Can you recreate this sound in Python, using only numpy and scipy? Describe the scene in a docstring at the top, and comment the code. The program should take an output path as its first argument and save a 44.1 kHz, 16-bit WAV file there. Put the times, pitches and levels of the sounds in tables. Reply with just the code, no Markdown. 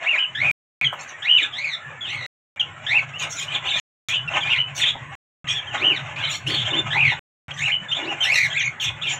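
"""Cockatiels whistle in arched, trembling calls, heard close up in a small hard-walled aviary.
A harmonic syrinx tone sings these whistles, short chirps, swooping chatter, screams and a thin warble.
Irregularly pulsed noise and lurching tones make hoarse squawks, high rasps, soft clucks and one knock.
Shaped noise gives wing flutters, swelling soft noise, a low wavering hum and a wash of birds further off.
Five times the sound cuts to dead silence for about 0.3 s."""
import sys
import numpy as np
from scipy import signal
from scipy.fft import rfft, irfft, next_fast_len
from scipy.io import wavfile
from scipy.ndimage import map_coordinates

SR = 44100
rng = np.random.default_rng(int(sys.argv[2]) if len(sys.argv) > 2 else 0)


def waveform_to_disk(signal):
    """Save audio, clipped to [-1, 1], as 16-bit WAV at the path in sys.argv[1]."""
    frames = np.transpose(np.atleast_2d(signal))
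    scaled = np.clip(frames, -1, 1) * 32767
    samples = np.round(scaled).astype(np.int16)
    wavfile.write(sys.argv[1], SR, samples)


N = 405279
TIME = np.arange(N) / SR  # s
# every level_db below is relative: sources add their own trims, colours and room


def undb(db):
    """Decibels to gain."""
    return 10 ** (np.asarray(db) / 20)


def unit(x):
    """Scale to rms 1."""
    return x / np.sqrt(np.mean(x ** 2) + 1e-18)


def gain_at(hz, colour):
    """Gain of a (freq_hz, gain_db) colour at these frequencies."""
    points, db = np.transpose(colour)
    return undb(np.interp(np.log(hz + 1), np.log(points), db))


def tint(x, colour):
    """Filter a sound by a colour."""
    size = next_fast_len(N + 4096)
    hz = np.arange(size // 2 + 1) * SR / size
    return irfft(rfft(x, size) * gain_at(hz, colour), size)[:N]


def noise(colour):
    """Coloured noise of rms 1."""
    return unit(tint(rng.standard_normal(N), colour))


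def walk(rate):
    """Random drift of spread 1 that heads for a new value rate times a second."""
    values = rng.standard_normal(N // 16)
    # straight lines between values lose spread; the root restores it
    return np.sqrt(3 / 2) * np.interp(TIME * rate, np.arange(N // 16), values)


def gate(start, end, attack, release):
    """The samples of one call and its smooth opening and closing."""
    span = slice(max(int((start - attack / 2) * SR), 0), int((end + release / 2) * SR))
    t = TIME[span]
    opening = np.clip(np.minimum((t - start) / attack, (end - t) / release) + .5, 0, 1)
    return span, np.sin(opening * np.pi / 2) ** 2


def bursts(table, attack, release):
    """Loudness over time of (start_s, length_s, level_db) calls, each swelling towards its middle."""
    out = np.zeros(N)
    for start, length, db in table:
        span, opening = gate(start, start + length, attack, release)
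        arch = np.sqrt(np.hanning(len(opening)))
        out[span] += opening * arch * undb(db + 3.0)  # 3 dB makes up for the arch
    return out


def patchy(x, depth_db, rate, size):
    """Let size bands of a sound flicker, each on its own, rate times a second."""
    hz, t, spectra = signal.stft(x, SR, nperseg=1024)
    chance = rng.standard_normal((int(N / SR * rate) + 2, size))
    band = np.sqrt(hz / hz[-1]) * (size - 1)
    flicker = map_coordinates(chance, np.meshgrid(t * rate, band), mode="mirror")
    return unit(signal.istft(spectra * undb(depth_db * flicker), SR)[1][:N])


def harsh(colour, pulse_hz, depth):
    """Noise chopped by pulses of wandering rate, ringing in a colour."""
    phase = 2 * np.pi * np.cumsum(pulse_hz * (1 + 0.26 * walk(110))) / SR
    return unit(tint(np.exp(depth * np.cos(phase)) * rng.standard_normal(N), colour))


# loudness line of the low hum: time_s [s], level_db [dB]
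HUM_LEVELS = [(.15, -62), (.45, -33), (.84, -36), (1.15, -50.5), (1.85, -45.5), (2.2, -39), (5.01, -39),
              (5.91, -34.5), (6.75, -33.5), (7.61, -37), (8.1, -47), (8.45, -33.5), (9.11, -38)]
# spectrum of the hum: freq_hz [Hz], gain_db [dB]
HUM_COLOUR = [(27, -49.5), (64, -20), (96, -0.5), (148, 4), (186, -16), (305, -21.5), (4000, -94.5)]
# spectrum of the distant wash: freq_hz [Hz], gain_db [dB]
WASH_COLOUR = [(41, -27.5), (470, -5.5), (660, -4), (850, -4.5), (1310, 3.5), (2110, 4.5), (3010, -9),
               (4210, -31.5), (5600, -35.5), (6600, -18), (7600, -17), (9010, -41.5), (15100, -72)]


def background(drone_db, far_db):
    """An uneven low hum and the wash of birds further off, both from flickering noise."""
    rumble = patchy(noise(HUM_COLOUR), depth_db=5.0, rate=17, size=170)
    level_db = np.interp(TIME, *np.transpose(HUM_LEVELS))
    waver_db = 2.4 * np.tanh(walk(7))
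    hum = rumble * undb(drone_db + level_db + waver_db)
    wash = patchy(noise(WASH_COLOUR), depth_db=6.2, rate=14, size=90)
    return hum + undb(far_db) * wash


# swells of soft broadband noise around the calls: loudest_s [s], length_s [s], level_db [dB]
NOISE_SWELLS = [(0.053, 0.32, -35), (0.451, 0.2, -36.5), (2.974, 0.34, -38), (3.259, 0.15, -34.5),
                (3.58, 0.61, -39.5), (4.39, 0.4, -33.5), (5.932, 0.99, -37.5), (6.868, 1, -38),
                (8.068, 0.52, -35.5), (8.28, 0.3, -38), (9.14, 0.1, -35)]
# spectrum of the soft noise: freq_hz [Hz], gain_db [dB]
SOFT_COLOUR = [(50, -28.5), (255, -14), (460, -16), (640, 0), (1360, -4), (2810, -1), (4300, -25.5),
               (7020, -17.5), (9020, -44.5), (15200, -67.5)]
NOISE_REST_DB = -46  # soft noise between the swells, before the trim


def swelling_noise(level_db):
    """Soft, flickering broadband noise rises and falls in straight-sided swells."""
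    swell = undb(NOISE_REST_DB)
    for loudest, length, db in NOISE_SWELLS:
        swell = swell + undb(db) * np.maximum(1 - 2 * np.abs(TIME - loudest) / length, 0)
    soft_noise = patchy(noise(SOFT_COLOUR), depth_db=3.5, rate=22, size=110)
    return soft_noise * swell * undb(level_db + 4.53 * walk(32))


# wing flutters: start_s [s], length_s [s], level_db [dB]
FLUTTERS = [(5.801, 0.15, -42), (6.471, 0.1, -44), (6.69, 0.14, -42), (7.97, 0.2, -45)]
# spectrum of the air the wings push: freq_hz [Hz], gain_db [dB]
FLUTTER_COLOUR = [(61, -30.5), (215, 4.5), (360, 12.5), (500, 5), (2010, -4.5), (12000, -75.5)]


def wings(level_db):
    """Wings push air: low noise in short bursts of unsteady level."""
    air = noise(FLUTTER_COLOUR) * bursts(FLUTTERS, attack=0.059, release=0.017)
    return air * undb(level_db + 0.89 * walk(41))


# a rattling knock in the cage: start_s [s], length_s [s], level_db [dB]
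KNOCKS = [(.922, 0.022, -29.5)]


def knock():
    """Something bumps in the cage and chatters briefly against it: a burst of pulsed noise."""
    body = [(300, -26), (600, 2), (1300, 2), (4000, -31.5)]  # freq_hz, gain_db
    return harsh(body, pulse_hz=190, depth=1.6) * bursts(KNOCKS, attack=.002, release=0.011)


# soft low clucks: start_s [s], length_s [s], level_db [dB]
CLUCKS = [(4.339, 0.026, -35), (4.951, 0.017, -38), (6.954, 0.023, -30), (7.119, 0.019, -33.5)]


def clucks(level_db):
    """Brief hollow bursts of pulsed noise, ringing near 900 Hz."""
    hollow = [(400, -2.0), (650, 2.5), (920, 17.5), (1600, -40)]  # freq_hz, gain_db
    voice = harsh(hollow, pulse_hz=200.5, depth=0.53)
    return undb(level_db) * voice * bursts(CLUCKS, attack=0.012, release=0.0032)


# high hissing rasps: start_s [s], length_s [s], level_db [dB], beak_hz [Hz] (beak resonance)
RASPS = [(0.995, 0.047, -43.5, 6900), (1.079, 0.033, -45, 5950), (3.19, 0.061, -37, 6670),
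         (3.295, 0.058, -36, 5830), (3.355, 0.099, -37.5, 6700), (3.754, 0.13, -39, 6300),
         (4.067, 0.046, -35.5, 6280), (4.754, 0.076, -31, 6800), (5.477, 0.064, -42, 6700),
         (6.295, 0.082, -34.5, 6520), (6.468, 0.043, -38, 6800), (7.527, 0.2, -45.5, 7100),
         (8.806, 0.053, -33.5, 6400), (9.068, 0.091, -39.5, 6900)]
# spectrum of the rasping voice: freq_hz [Hz], gain_db [dB]
RASP_COLOUR = [(2010, -23.5), (4010, 2), (5500, 5), (6700, 4.5), (8510, -12), (15100, -23.5)]


def rasps(level_db, spread, skirt_db):
    """A lurching buzz in uneven spurts of air rings each beak at its own pitch; soft rasps are duller."""
    phase = 2 * np.pi * np.cumsum(1380 * (1 + 0.068 * walk(130))) / SR
    pulses = np.exp(30 * (np.cos(phase) - 1))  # narrow, so rich in high overtones
    buzz = unit(tint(pulses, RASP_COLOUR + [(SR / 2, -60)]))
    buzz = unit(np.diff(buzz, prepend=buzz[0]))  # a small beak radiates the change of flow
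    air = harsh(RASP_COLOUR, pulse_hz=169.0, depth=0.99)
    voice = patchy(air + buzz, depth_db=7.0, rate=35, size=60) * undb(2 * walk(190))
    out = np.zeros(N)
    loudest_db = max(db for _, _, db, _ in RASPS)
    for start, length, db, hz in RASPS:
        top_db = (db - loudest_db) * 0.64
        beak = [(hz / spread, skirt_db), (hz, 0), (hz * spread, skirt_db), (hz * 2, top_db)]
        out += unit(tint(voice, beak)) * bursts([(start, length, db)], attack=.03, release=.05)
    return undb(level_db) * out


# hoarse squawks: start_s [s], length_s [s], level_db [dB]
SQUAWKS = [(1.385, 0.086, -26), (2.04, 0.13, -28), (3.19, 0.072, -26), (3.351, 0.099, -31.5),
           (3.495, 0.092, -27), (3.64, 0.097, -23.5), (3.735, 0.062, -19.5), (4.071, 0.1, -22.5),
           (4.485, 0.062, -22.5), (4.771, 0.13, -24.5), (5.474, 0.085, -26.5), (6.171, 0.2, -26),
           (6.475, 0.22, -32), (6.735, 0.07, -27), (7.051, 0.082, -26.5), (8.222, 0.05, -22),
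           (8.811, 0.093, -26.5), (9.051, 0.083, -23)]
# spectrum of hoarse breath: freq_hz [Hz], gain_db [dB]; it also airs the sung calls
SQUAWK_COLOUR = [(410, -17.5), (1310, -13), (2910, 1), (3610, -2.5), (4410, -14.5), (6510, -18),
                 (15200, -51)]


def squawks(loud_db, core_hz):
    """Chaotic voice: two lurching, sputtering tones, one per side of the syrinx, inside chopped air."""
    tones = np.zeros(N)
    for side in (.88, 1.14):
        hz = core_hz * side * (1 + .095 * walk(65) + .022 * walk(820))
        sputter = undb(2 * np.sqrt(2) * walk(150))
        tones += np.sin(2 * np.pi * np.cumsum(hz) / SR) * sputter
    air = harsh(SQUAWK_COLOUR, pulse_hz=242.6, depth=0.93)
    voice = patchy(air, depth_db=7, rate=45, size=60) + 1.3 * tones
    return undb(loud_db) * unit(voice) * bursts(SQUAWKS, attack=0.0063, release=0.04)


TRILL_SHARE = .1  # share of the pitch the trill bends at full slackness and roughness


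def syrinx(calls, throat, trill_hz, scatter, flicker_db, air_db):
    """A throat-coloured harmonic tone whose membranes tremble when slack and steady near 3 kHz.

    Each call is (times, pitches, levels, overtone lift, roughness)."""
    tremble = np.sin(2 * np.pi * np.cumsum(trill_hz * (1 + .22 * walk(44))) / SR)
    jitter = scatter * walk(880)
    shimmer = undb(flicker_db * walk(165))
    air = undb(air_db) * noise(SQUAWK_COLOUR)
    k = np.arange(1, 8)[:, None]  # harmonic numbers
    out = np.zeros(N)
    for s, pitch, db, lift_db, rough in calls:
        span, opening = gate(s[0], s[-1], attack=.0045, release=0.0053)
        curves = (np.broadcast_to(v, len(s)) for v in (pitch, db, lift_db))
        hz, level, lift = (np.interp(TIME[span], s, v) for v in curves)
        # the voice is steadiest and purest on the resonance of the throat
        slack = np.clip(np.abs(hz - 3000) / 650, .7 * rough, 1)
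        hz = hz * (1 + slack * rough * (TRILL_SHARE * tremble[span] + jitter[span]))
        phase = 2 * np.pi * np.cumsum(hz) / SR
        partials = gain_at(k * hz, throat) / k ** 1.65 * (k * hz < SR / 2)
        partials[1:] *= slack * undb(lift)
        tone = (partials * np.sin(k * phase)).sum(0)
        tone = np.sqrt(2) * tone / np.linalg.norm(partials, axis=0)  # even loudness
        breath = slack * rough * air[span]
        out[span] += (tone * shimmer[span] ** slack + breath) * opening * undb(level)
    return out


# a thin, high warble: time_s [s], pitch_hz [Hz], level_db [dB]
WARBLE = [(8.48, 6400, -49), (8.575, 7400, -45), (8.6, 6110, -32.5), (8.672, 6560, -36)]
# throat resonance, shared by warble, chirps and whistles: freq_hz [Hz], gain_db [dB]
THROAT = [(1210, -11), (1710, -4.5), (2310, 6.5), (3010, 9.5), (4210, -0.5), (5510, -9), (6810, -10.5),
          (9300, -30), (11800, -26), (15200, -36)]


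def warble(lift_db, rough):
    """A thin, nearly pure syrinx tone with a deep, quick vibrato."""
    calls = [(*np.transpose(WARBLE), lift_db, rough)]
    return syrinx(calls, THROAT, trill_hz=69.2, scatter=.01, flicker_db=4, air_db=-22)


# screams, one curve for each bird: time_s [s], pitch_hz [Hz], level_db [dB], overtone_lift_db [dB]
SCREAMS = [
    [(8.205, 3103, -22, -15), (8.235, 3100, -16, -7.5), (8.25, 2606, -20.5, 4), (8.285, 2636, -29, -9)],
    [(8.25, 1750, -26, -5.5), (8.31, 2239, -16.5, -17), (8.345, 2850, -18, -4.5), (8.375, 2335, -23, -4),
     (8.435, 2275, -20, -20), (8.47, 2030, -25, -26.5)],
    [(8.34, 2254, -19, 1), (8.36, 1988, -18, -1), (8.405, 2006, -22, -14.5), (8.445, 2086, -20.5, -9.5),
     (8.475, 1567, -35, 4)],
]
# resonance of the wide-open beak: freq_hz [Hz], gain_db [dB]
OPEN_THROAT = [(2100, 0), (3000, -1), (4200, 14.5), (5800, 13), (8400, -0.5), (11300, 6), (13500, -1),
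               (15000, -14)]


def screams(loud_db, rough):
    """Three birds scream across each other; wide-open beaks favour the overtones."""
    calls = [(*np.transpose(curve), rough) for curve in SCREAMS]
    voice = syrinx(calls, OPEN_THROAT, trill_hz=89.2, scatter=0.028, flicker_db=3, air_db=-20)
    return undb(loud_db) * voice


# swoops in the chatter: lowest_s [s], level_db [dB]
SWOOPS = [(4.804, -27), (4.842, -22), (5.481, -28), (6.503, -26.5)]


def swoops(length, low_hz, rim_hz, lift_db, rough):
    """In scolding chatter the pitch plunges and springs straight back, along a parabola."""
    u = np.linspace(-1, 1, 9)  # 0 at the lowest moment
    pitch = low_hz + (rim_hz - low_hz) * u ** 2
    return [(lowest + length * u / 2, pitch, db, lift_db, rough) for lowest, db in SWOOPS]


# short chirps: start_s [s], length_s [s], middle_hz [Hz], slide_hz [Hz] (first to last),
# level_db [dB] (middle), roughness [0-1]
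CHIRPS = [(0.183, .008, 2550, 0.5, -18.5, 0.07), (0.846, 0.033, 3238, -350, -15, 0.3),
          (1.376, 0.014, 3660, -450, -23.5, 0.3), (1.426, 0.016, 3650, -350, -20, 0.3),
          (2.009, 0.05, 3353, -330, -29.5, 0.25), (2.597, 0.02, 3185, -500, -15, 0.46),
          (3.136, 0.067, 2966, 456, -32, .3), (3.482, 0.046, 3060, 2, -27, 0.5),
          (3.548, 0.016, 3460, -500, -20.5, 0.4), (3.704, .05, 3613, 1, -24, .4),
          (4.277, 0.016, 2756, -100, -21.5, 0.3), (4.337, 0.031, 2875, -800, -23, .6),
          (4.406, 0.036, 3335, -500, -25, 0.5), (4.43, 0.067, 2464, 49.5, -26.5, 0.1),
          (4.813, .049, 3440, -580, -19.5, 0.4), (4.861, .051, 3505, 54.5, -19, .8),
          (5.485, .036, 3374, 227, -19.5, 0.4), (5.549, 0.053, 3410, -200, -23.5, 0.5),
          (5.671, .068, 2990, -670, -33.5, 0.5), (6.16, 0.044, 2590, 173, -28.5, 0.77),
          (6.465, 0.031, 3096, 750, -23, 0.7), (6.499, .06, 4454, -100, -23, 0.2),
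          (6.501, .135, 3404, 155.5, -24, 0.9), (6.651, 0.034, 3134, 124, -23.5, 0.87),
          (6.703, 0.019, 3610, -5, -25, 0.3), (6.73, .025, 3070, 346, -19.5, 0.5),
          (6.763, .04, 3577, 108.5, -23, 0.02), (7.507, 0.014, 2990, 870, -27.5, 0.77),
          (7.885, 0.037, 3604, 1, -30, 0.3), (7.915, 0.0254, 3110, 399, -19.5, 0.65),
          (7.945, 0.047, 3540, 96, -24.5, 0.4), (8.502, 0.036, 3294, -5, -27, 0.7),
          (8.577, 0.05, 3230, -950, -26.5, 0.16), (8.799, 0.044, 3030, -880, -26, 0.86),
          (8.84, 0.054, 3484, -31, -23, 0.82), (9.015, .022, 3510, 353, -26.5, .6),
          (9.036, 0.036, 2844, -5, -26, 0.77)]
CHIRP_BOW_HZ = 114  # both ends of a chirp droop by this much


def chirps(loud_db, taper_db, lift_db):
    """Quick, slightly bowed slides of pitch, clean or buzzy, loudest mid-chirp; swoops come between."""
    u = np.array([-1, 0, 1])  # first, middle, last
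    calls = []
    for start, length, hz, slide, db, rough in CHIRPS:
        times = start + length * (u + 1) / 2
        pitch = hz + slide * u / 2 - CHIRP_BOW_HZ * u ** 2
        calls.append((times, pitch, db + taper_db * u ** 2, lift_db, rough))
    calls += swoops(length=0.02, low_hz=1837, rim_hz=3150, lift_db=-2, rough=0.4)
    voice = syrinx(calls, THROAT, trill_hz=152.0, scatter=0.05, flicker_db=3.0, air_db=-3.5)
    return undb(loud_db) * voice


# arched whistles: start_s [s], crest_s [s], end_s [s], aim_hz [Hz] (pitch strained for), last_hz [Hz],
# level_db [dB] (highest pitch, before the lock), overtone_lift_db [dB] (at MIDDLE_HZ), roughness [0-1]
WHISTLES = [(0.037, 0.1, .172, 2837, 1900, -18, -9, 0.55), (0.153, 0.215, .254, 3520, 2610, -21, -18, 0.6),
            (0.35, 0.468, .592, 2485, 2105, -17.5, -4, 0.47), (0.742, .803, .85, 2510, 2147, -18, -4, 0.69),
            (1.222, 1.342, 1.425, 3524, 1743, -15, 0, 0.59),
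            (1.524, 1.648, 1.755, 2391, 1807, -24, 11.5, 0.55),
            (2.036, 2.145, 2.29, 2189, 1898, -32, 7.5, 0.46),
            (2.865, 2.974, 3.0, 2680, 2022, -15.5, 1.5, 0.57),
            (4.077, 4.168, 4.196, 3207, 2825, -24, 5.5, 0.55),
            (4.456, 4.516, 4.582, 2824, 2010, -19, 0.5, 0.8),
            (4.557, 4.604, 4.626, 3520, 2900, -20, 6, 0.46),
            (5.771, 5.879, 5.985, 3264, 1650, -18, 6.5, 0.65),
            (6.905, 7.02, 7.14, 2598, 1785, -16.5, -1, 0.75),
            (7.575, 7.662, 7.71, 2800, 2030, -19, -2.5, 0.86),
            (7.69, 7.739, 7.77, 3510, 2830, -20.5, -17, 0.57),
            (8.03, 8.099, 8.135, 2867, 2580, -28.5, 18.5, 0.7),
            (8.515, 8.592, 8.63, 2474, 1985, -22, -1.5, 0.68),
            (8.605, 8.654, 8.685, 2404, 2256, -24, 0, 0.71)]
FIRST_HZ = 1655  # every whistle starts from this slack pitch
CEILING_HZ = 2991  # the pitch locks on the resonance of the throat and goes no higher
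LOCK_DB = 2.5  # the voice jumps in level while it is locked on the resonance
SWELL_DB_PER_OCTAVE = 16.5  # a whistle grows louder as it climbs
OVERTONE_DB_PER_OCTAVE = 14  # and purer: the slack voice is reedy
MIDDLE_HZ = 2150  # the pitch at which a whistle has its listed overtone lift


def whistles():
    """Pitch eases up to a crest and falls back, flat-topped at the ceiling; loudness follows pitch."""
    calls = []
    for start, crest, end, aim_hz, last_hz, db, lift_db, rough in WHISTLES:
        s = np.arange(start, end, 1 / 1000)
        climb = np.sin(np.interp(s, [start, crest], [0, np.pi / 2])) ** 2
        target = np.interp(s, [crest, end], [aim_hz, last_hz])
        strained = FIRST_HZ + climb * (target - FIRST_HZ)
        pitch = np.minimum(strained, CEILING_HZ)
        swell_db = SWELL_DB_PER_OCTAVE * np.log2(pitch / pitch.max())
        swell_db = swell_db + LOCK_DB * (pitch >= CEILING_HZ)
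        reed_db = OVERTONE_DB_PER_OCTAVE * np.log2(MIDDLE_HZ / pitch)
        calls.append((s, pitch, db + swell_db, lift_db + reed_db, rough))
    return syrinx(calls, THROAT, trill_hz=78.14, scatter=0.036, flicker_db=3.0, air_db=-18.0)


def aviary(x, walls_db, ring_db, t60):
    """Sparse echoes of near floor and walls beat against the gliding calls; a short tail follows."""
    t = TIME[:SR // 2]
    early = (rng.random(len(t)) < .015) * rng.standard_normal(len(t))
    early = early * np.exp(-t / 0.013) * (t > .0015)
    tail = rng.standard_normal(len(t)) * undb(-60 * t / t60) * (t > .014)
    response = undb(walls_db) * early / np.linalg.norm(early)
    response = response + undb(ring_db) * tail / np.linalg.norm(tail)
    return x + signal.fftconvolve(x, response)[:N]


def scene():
    """All the birds in their aviary, over the background."""
    soft = swelling_noise(level_db=0.5) + wings(level_db=6.5) + knock()
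    hoarse = clucks(level_db=3.0) + rasps(level_db=6.0, spread=1.1, skirt_db=-6)
    hoarse = hoarse + squawks(loud_db=-2.0, core_hz=2820)
    voices = warble(lift_db=-19, rough=.6) + screams(loud_db=-0.5, rough=.6)
    voices = voices + chirps(loud_db=-1.5, taper_db=-1.0, lift_db=9.0) + whistles()
    room = aviary(voices + hoarse + soft, walls_db=-4.5, ring_db=-13.0, t60=0.23)
    return (room + background(drone_db=-2.5, far_db=-40.5))[None]


# dips of the microphone port: freq_hz [Hz], gain_db [dB]
MIC = [(3710, -0.92), (4400, -9), (4900, -20.5), (5450, -7), (6210, -5), (8010, 0), (9410, -11.5),
       (10900, -7)]
# dead silences: from_s [s], to_s [s]
SILENCES = [(.5132, .8127), (2.2637, 2.561), (3.799, 4.0862), (5.153, 5.4437), (7.1931, 7.4822)]
TOP_HZ = 15800  # steep top cut


def record(dry):
    """Microphone colour, abrupt silences and the top cut."""
    live = np.ones(N)
    for start, end in SILENCES:
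        live[int(start * SR):int(end * SR)] = 0
    top_cut = signal.ellip(8, .2, 70, TOP_HZ, fs=SR, output="sos")
    return signal.sosfilt(top_cut, tint(dry[0], MIC) * live)[None]


dry = scene()
out = record(dry)
waveform_to_disk(out)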